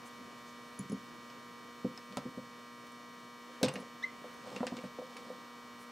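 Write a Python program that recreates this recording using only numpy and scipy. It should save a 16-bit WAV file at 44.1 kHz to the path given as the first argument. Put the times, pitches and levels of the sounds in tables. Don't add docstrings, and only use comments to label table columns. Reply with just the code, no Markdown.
import sys
import numpy as np
from scipy import signal
from scipy.fft import rfft, irfft, next_fast_len
from scipy.io import wavfile
from scipy.ndimage import uniform_filter1d

SR = 44100
rng = np.random.default_rng(int(sys.argv[2]) if len(sys.argv) > 2 else 0)


def waveform_to_disk(signal):
    frames = np.transpose(np.atleast_2d(signal))
    scaled = np.clip(frames, -1, 1) * 32767
    samples = np.round(scaled).astype(np.int16)
    wavfile.write(sys.argv[1], SR, samples)


def convert_level_to_amplitude(level_db):
    exponent = np.asarray(level_db, float) / 20
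    return 10 ** exponent


N = 260631
T = np.arange(N) / SR
T_HIT = np.arange(SR // 4) / SR


def unit(x):
    return x / np.sqrt(np.mean(x ** 2) + 1e-20)


def along(points, hz):
    f, v = np.transpose(points)
    return np.interp(np.log(hz + 1), np.log(f + 1), v)


def curves(rows):
    s, *cols = np.transpose(rows)
    return [np.interp(T, s, c) for c in cols]


def filtered(x, response):
    m = next_fast_len(x.shape[-1] + 8192)
    spectrum = rfft(x, m) * response(np.fft.rfftfreq(m, 1 / SR))
    return irfft(spectrum, m)[..., :x.shape[-1]]


def hump(hz, centre_hz, octaves):
    return np.exp(-.5 * (np.log2((hz + 1) / centre_hz) / octaves) ** 2)


def ring(modes, attack_s, damping=1):
    hz, gain, t60 = np.transpose(modes)[:, :, None]
    luck_level, luck_pitch = rng.standard_normal((2, len(modes), 1))
    decay = convert_level_to_amplitude(2 * luck_level - 60 * (T_HIT / t60) ** damping)
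    wave = gain * decay * np.sin(2 * np.pi * hz * (1 + luck_pitch / 100) * T_HIT)
    return wave.sum(0) * (1 - np.exp(-T_HIT / attack_s)) ** 2


def add(track, s, wave):
    part = track[round(s * SR):][:len(wave)]
    part += wave[:len(part)]


def ballast():
    # (time [s], frequency [Hz])
    mains = [(0, 60.007), (1, 60.007), (2, 60.016), (3, 60.008), (4.5, 60.008), (5.2, 60.017),
             (5.91, 60.017)]
    # (multiple of mains, level [dB rms])
    buzz = [(4, -58), (8, -64), (16, -64), (18, -60), (20, -60), (22, -66), (26, -70), (28, -72), (30, -71),
            (32, -65), (38, -65), (42, -79), (48, -75), (50, -73), (52, -72), (56, -81), (58, -78),
            (60, -73), (64, -76), (72, -71), (74, -81), (86, -74), (92, -82), (94, -83), (96, -75),
            (106, -79), (108, -86), (110, -85), (112, -86), (118, -84),
            (132, -87), (140, -89), (190, -92), (192, -95), (204, -94), (210, -93), (212, -92), (216, -83),
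             (218, -90), (220, -94), (222, -87), (226, -88), (228, -94), (248, -93), (250, -96), (252, -94),
            (1, -86), (2, -81), (5, -74), (10, -72), (12, -77), (23, -81), (24, -76), (34, -84), (37, -84),
            (40, -78), (44, -85), (62, -84), (68, -85), (70, -85), (76, -81), (78, -85), (82, -86),
            (88, -87), (100, -88), (101, -87), (114, -87), (142, -89), (148, -91), (168, -92)]
    # (frequency [Hz], level [dB rms])
    faint = [(120, -90), (1400, -90), (3000, -90), (7000, -92), (10000, -97), (16000, -103)]
    k = np.arange(265)
    db = along(faint, 60 * k) + 3 * rng.standard_normal(265)
    db[1::2] -= 3
    for multiple, line_db in buzz:
        db[int(multiple)] = line_db
    db[0] = -200
    lines = convert_level_to_amplitude(db) * np.exp(-1j * np.pi * k ** 2 / 19.3) * np.sqrt(2)
    spread = convert_level_to_amplitude(-23 - 8 * k / 120) * np.exp(2j * np.pi * rng.random(265))
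    cycles = irfft([lines * (1 + spread), lines * (1 - spread)], 8192) * 4096
    place = np.cumsum(curves(mains)[0]) / SR % 1 * 8192
    return np.array([np.interp(place, np.arange(8192), c, period=8192) for c in cycles])


def air():
    # (frequency [Hz], level [dB per Hz])
    colour = [(25, 0.5), (60, -3), (95, -7.5), (130, -2.5), (250, -0.5), (500, -4.5), (900, -7.5),
              (2000, -11.5), (4000, -17.5), (8000, -23), (12000, -31.5), (16000, -38)]
    # (time [s], level [dB])
    swell = [(0.0, -65), (3.36, -67.5), (3.67, -64.5), (3.92, -67), (4.49, -64), (4.66, -65), (4.81, -67),
             (5.6, -67), (5.91, -67)]
    # (frequency [Hz], side minus mid [dB])
    side_db = [(60, -3), (110, -7), (200, -9), (380, -5.5), (700, -6), (1290, -11.5), (2380, -4.5),
               (4400, -9.5), (8120, -10.5), (15000, -13)]

    def room_colour(hz):
        hum = 1 + 1.35 * hump(hz, 127, 0.028)
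        mid_side = np.array([1 + 0 * hz, convert_level_to_amplitude(along(side_db, hz))])
        return convert_level_to_amplitude(along(colour, hz)) * (hz < 15750) * hum * mid_side

    z = signal.stft(rng.standard_normal((2, N)), nperseg=512)[2]
    patches = uniform_filter1d(uniform_filter1d(rng.standard_normal(z.shape[1:]), 6, 0), 14, 1)
    pair = signal.istft(z * convert_level_to_amplitude(1.2 * unit(patches)), nperseg=512)[1][:, :N]
    mid, side = filtered(pair, room_colour)
    return convert_level_to_amplitude(curves(swell)[0] + 9.5) * unit(np.array([mid + side, mid - side]))


def fan():
    # (time [s], level [dB])
    whir_level = [
        (0, -80),
        (2.9, -76),
        (3.2, -125),
        (5.91, -74),
    ]
    whir = filtered(rng.standard_normal(N), lambda hz: hump(hz, 1390, 0.046))
    return convert_level_to_amplitude(curves(whir_level)[0]) * unit(whir)


def rustles():
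    # (time [s], level [dB], centre [Hz], half length [s])
    brushes = [
        (0.07, -61, 8000, 0.011),
        (0.384, -69, 7000, .01),
        (0.485, -66, 6000, 0.02),
        (4.34, -78, 10400, .03),
        (5.512, -64.5, 1010, 0.5),
        (5.3, -72.5, 3550, 0.5),
        (5.82, -65.5, 9000, 0.017),
    ]
    noise = rng.standard_normal(N)
    out = np.zeros(N)
    for s, db, centre_hz, half_s in brushes:
        swell = np.exp(-.5 * ((T - s) / half_s) ** 2)
        out += convert_level_to_amplitude(db) * swell * unit(filtered(noise, lambda f: hump(f, centre_hz, 0.42)))
    return out


def blows(events, modes, t60_s, rise_s, octaves):
    out = np.zeros(N)
    for s, db, hz in events:
        harder_db = db + 40
        t60, attack_s = t60_s * convert_level_to_amplitude(-0.1364 * harder_db), rise_s * convert_level_to_amplitude(0.2 * harder_db)
        picked = [(f, convert_level_to_amplitude(level) * (.08 + hump(f, hz, octaves)), t60 * share) for f, level, share in modes]
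        wave = ring(picked, attack_s, damping=2)
        add(out, s, convert_level_to_amplitude(db) * wave / np.abs(wave).max())
    return out


def thumps():
    # (time [s], peak [dB], pitch [Hz])
    knuckles = [(0.189, -47, 227), (0.7945, -33, 193), (0.844, -44, 208), (0.898, -33, 202),
                (0.918, -47, 234), (0.927, -25.5, 216), (0.958, -45, 240), (1.8455, -25, 231),
                (2.107, -45, 198), (2.169, -32, 232), (2.254, -32, 256), (2.286, -41.5, 243),
                (2.374, -35, 237), (3.628, -22, 227), (3.635, -24.5, 261), (3.662, -33, 171),
                (3.74, -44, 216), (3.76, -36, 220), (3.799, -40.5, 227), (1.879, -47, 202),
                (4.466, -50.5, 184), (4.531, -43, 240), (4.561, -40.5, 200), (4.605, -28, 250),
                (4.658, -39, 247), (4.72, -31.5, 244), (4.767, -44, 247), (4.838, -36.5, 214),
                (4.986, -42, 244), (5.311, -48, 243)]
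    # (frequency [Hz], level [dB], share of t60)
    bench = [(95, -3, 1.2), (137, 6, 1.7), (198, -1, 1.1), (243, 0, 1), (340, 8, .7)]
    return blows(knuckles, bench, t60_s=0.045, rise_s=0.0012, octaves=0.18)


def contact(s, db, top_hz, ring_hz, ring_db, rattle_db):
    # (frequency [Hz], t60 [s])
    bracket = [(1000, .025), (1300, .025), (1880, .025), (2250, .025), (2550, .03), (2750, .045),
               (3560, .02), (3900, .02), (5200, .02), (8400, .025)]
    grit, loose = rng.standard_normal((2, len(T_HIT)))
    rattle = filtered(loose * convert_level_to_amplitude(rattle_db - 60 * T_HIT / 0.075), lambda f: 1 / (1 + 1j * f / 6000) ** 2)
    burst = (T_HIT == 0) + .3 * grit * convert_level_to_amplitude(-60 * T_HIT / .004) + .4 * rattle

    def dulling(f):
        low_cut = 1j * f / (900 + 1j * f)
        return low_cut / (1 + 1.5j * f / top_hz - (f / top_hz) ** 2) ** 2

    crack = filtered(burst, dulling)
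    sheet = ring([(f, hump(f, ring_hz, .2), t60) for f, t60 in bracket], .0002)
    out = np.zeros(N)
    add(out, s, convert_level_to_amplitude(db) * (crack / np.abs(crack).max() + convert_level_to_amplitude(ring_db) * sheet))
    return out


def snaps():
    # (time [s], crack peak [dB], crack top [Hz], ring [Hz], ring level [dB])
    wire = [(0.79, -48, 9000, 5200, -14), (0.9187, -46, 6000, 5200, -5), (1.301, -40.5, 6050, 4000, -13),
            (1.9763, -33, 6050, 5000, -10), (2.1244, -39, 6000, 3500, -26),
            (2.1713, -21.5, 8000, 1130, -6.5), (2.869, -46, 14000, 8000, -19),
            (2.921, -44.5, 13000, 8000, -17), (3.6307, -14, 8700, 8400, -17), (3.632, -29, 5000, 3970, 1.5),
            (3.7395, -40, 9000, 8400, -17), (4.6683, -25.5, 6200, 2270, -16.5),
            (5.4154, -54, 6100, 3480, -12)]
    return sum(contact(*row, rattle_db=-10.5) for row in wire)


def jaws():
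    # (time [s], peak [dB], low modes [dB], long mode [dB])
    ticks = [
        (0.7904, -34.5, -13.5, -1),
        (0.897, -50, -2, -8),
        (0.9203, -45, -10, -5),
        (3.7379, -42, -10, -19),
        (3.8003, -50, -14, -12),
        (3.812, -55.5, -11, -12),
        (4.3394, -57, -8, -8),
        (4.8344, -57, -6, -8),
        (5.1686, -51.5, -8, -4),
    ]
    # (frequency [Hz], level [dB], t60 [s])
    steel = [(6200, 1, 0.015), (6880, -3, 0.11), (8000, -2, 0.014), (9000, -4, 0.018), (10470, -7, 0.026)]
    out = np.zeros(N)
    for s, db, low_db, long_db in ticks:
        modes = []
        for f, level, t60 in steel:
            modes.append((f, convert_level_to_amplitude(level + low_db * (f < 1e4) + long_db * (t60 > .06)), t60))
        add(out, s, convert_level_to_amplitude(db + 3.0) * ring(modes, 0.00024))
    return out


def knocks():
    # (time [s], peak [dB], pitch [Hz])
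    hits = [(0.919, -35, 400), (0.928, -43, 428), (1.849, -30.5, 460), (1.983, -55, 493),
            (2.13, -46.5, 493), (2.173, -32.5, 614), (2.259, -42.5, 493), (2.38, -39, 473),
            (3.494, -47, 497), (3.614, -33, 530), (3.63, -32, 560), (3.637, -20, 484), (3.689, -39, 495),
            (3.739, -38.5, 530), (3.764, -36.5, 500), (4.243, -38.5, 556), (4.462, -42, 576),
            (4.516, -38.5, 425), (4.565, -40.5, 503), (4.606, -39, 680), (4.63, -25.5, 532),
            (4.669, -44, 563), (4.721, -41, 660), (4.78, -38.5, 480), (4.838, -36.5, 535),
            (4.986, -33, 540), (5.017, -36.5, 545), (5.18, -50, 479), (5.285, -44.5, 501),
            (5.302, -35, 517)]
    # (frequency [Hz], level [dB], share of t60)
    board = [(415, -4, .7), (505, 0, 1.3), (590, -1, .8), (688, 1, .8)]
    return blows(hits, board, t60_s=0.038, rise_s=0.00058, octaves=.21)


def scrape():
    # (start [s], length [s], rasp [dB], wood [dB])
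    strokes = [
        (3.633, 0.025, -41.5, -43),
        (3.638, 0.084, -75, -44),
        (3.705, 0.15, -67, -53.5),
        (4.417, 0.24, -62, -52),
        (4.647, 0.28, -65.5, -55.5),
        (4.946, 0.56, -68, -60.5),
        (5.722, 0.32, -77, -71),
    ]
    grain = convert_level_to_amplitude(3.5 * unit(uniform_filter1d(rng.standard_normal(N), 90)))
    grit = rng.standard_normal(N) * grain
    rasp = unit(filtered(grit, lambda f: hump(f, 3700, .72) + .7 * hump(f, 8400, .03) + .9 * hump(f, 5150, .03)))
    wood = unit(filtered(grit, lambda f: hump(f, 500, .12) + .8 * hump(f, 220, .3) + .4 * hump(f, 750, .5)))
    out = np.zeros(N)
    for s, length, rasp_db, wood_db in strokes:
        ramp_s = 0.24 * length
        speed = np.clip(np.minimum(T - s, s + length - T) / ramp_s, 0, 1)
        out += speed * (convert_level_to_amplitude(rasp_db) * rasp + convert_level_to_amplitude(wood_db) * wood)
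    return out


def jolts():
    # (time [s], crack peak [dB], ring [Hz], ring level [dB])
    chatter = [
        (3.661, -30, 3900, -14),
        (3.683, -31.5, 2750, -5),
        (3.6848, -27, 8400, -12),
        (3.7567, -36, 2220, 0.5),
        (4.563, -32, 2800, -5),
        (4.7685, -33.5, 2500, -16),
        (4.7885, -43.5, 2180, 0),
        (5.1677, -37, 2140, -6),
    ]
    return sum(contact(s, db, 6900, hz, ring_db, rattle_db=-5) for s, db, hz, ring_db in chatter)


def squeak():
    # (time [s], slip rate [Hz], level [dB])
    glide = [
        (4.018, 1567, -66),
        (4.028, 1740, -48),
        (4.035, 1945, -49),
        (4.039, 2000, -42),
        (4.043, 2060, -45),
        (4.05, 2260, -68),
        (4.056, 2250, -75),
    ]
    # (multiple of slip rate, level [dB])
    overtones = [(2, 8.5), (3, -0.5), (4, -16)]
    # (frequency [Hz], width [Hz], level [dB])
    resonances = [(2050, 74, 15), (2060, 27, 15)]
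    hz, db = curves(glide)
    phase = 2 * np.pi * np.cumsum(hz) / SR
    slip = convert_level_to_amplitude(db) * (T > glide[0][0]) * (T < glide[-1][0])

    def modes(f):
        return 1 + sum(convert_level_to_amplitude(g) * 1j * f * w / (c * c - f * f + 1j * f * w) for c, w, g in resonances)

    fade = np.clip((4.046 - T) / 0.024, 0, 1) * np.clip((T - 4.021) / 0.013, 0, 1)
    upper = sum(convert_level_to_amplitude(g) * np.sin(k * phase) for k, g in overtones)
    return filtered(slip * np.sin(phase), modes) + slip * fade * upper


def taps():
    # (time [s], crack peak [dB], crack top [Hz], ring level [dB])
    edge_taps = [
        (4.242, -46, 1200, -10),
        (4.606, -36, 2000, -6),
        (4.631, -37.5, 2500, 6),
        (4.721, -40.5, 2500, 4.5),
        (4.841, -43, 1800, -13),
        (4.987, -47, 1490, -21),
        (5.301, -49, 1840, -8),
    ]
    return sum(contact(s, db, top_hz, 1080, ring_db, rattle_db=-11) for s, db, top_hz, ring_db in edge_taps)


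def shop(x):
    # (frequency [Hz], t60 [s])
    room_t60 = [(150, .3), (2000, .19), (10000, .07)]
    hz, t, z = signal.stft(rng.standard_normal((2, SR // 2)), SR, nperseg=256)
    decay = convert_level_to_amplitude(-60 * t / along(room_t60, hz)[:, None])
    width = np.array([1 + 0 * hz, along([(500, 0.04), (6000, 0.45)], hz)])[:, :, None]
    mid, side = signal.istft(z * decay * width, SR, nperseg=256)[1]
    tail = np.array([mid + side, mid - side]) / np.linalg.norm(mid)
    return signal.fftconvolve(np.pad(x, (200, 0))[None], tail, axes=1)[:, :N]


def scene():
    wood = thumps() + knocks()
    metal = rustles() + snaps() + jaws() + scrape() + jolts() + taps()
    glide = squeak()
    echoed = convert_level_to_amplitude(-13.5) * wood + convert_level_to_amplitude(-11) * metal + convert_level_to_amplitude(-12) * glide
    close = (wood + metal + glide) * convert_level_to_amplitude([[-.15], [.15]])
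    background = convert_level_to_amplitude([[-.3], [.3]]) * (ballast() + air() + fan())
    return close + shop(echoed) + background


def low_pass(x):
    return signal.sosfilt(signal.butter(12, 16520, fs=SR, output="sos"), x)


def record(dry):
    low_cut = signal.butter(2, 110, "high", fs=SR, output="sos")
    return low_pass(signal.sosfilt(low_cut, dry))


dry = scene()
out = record(dry)
waveform_to_disk(out)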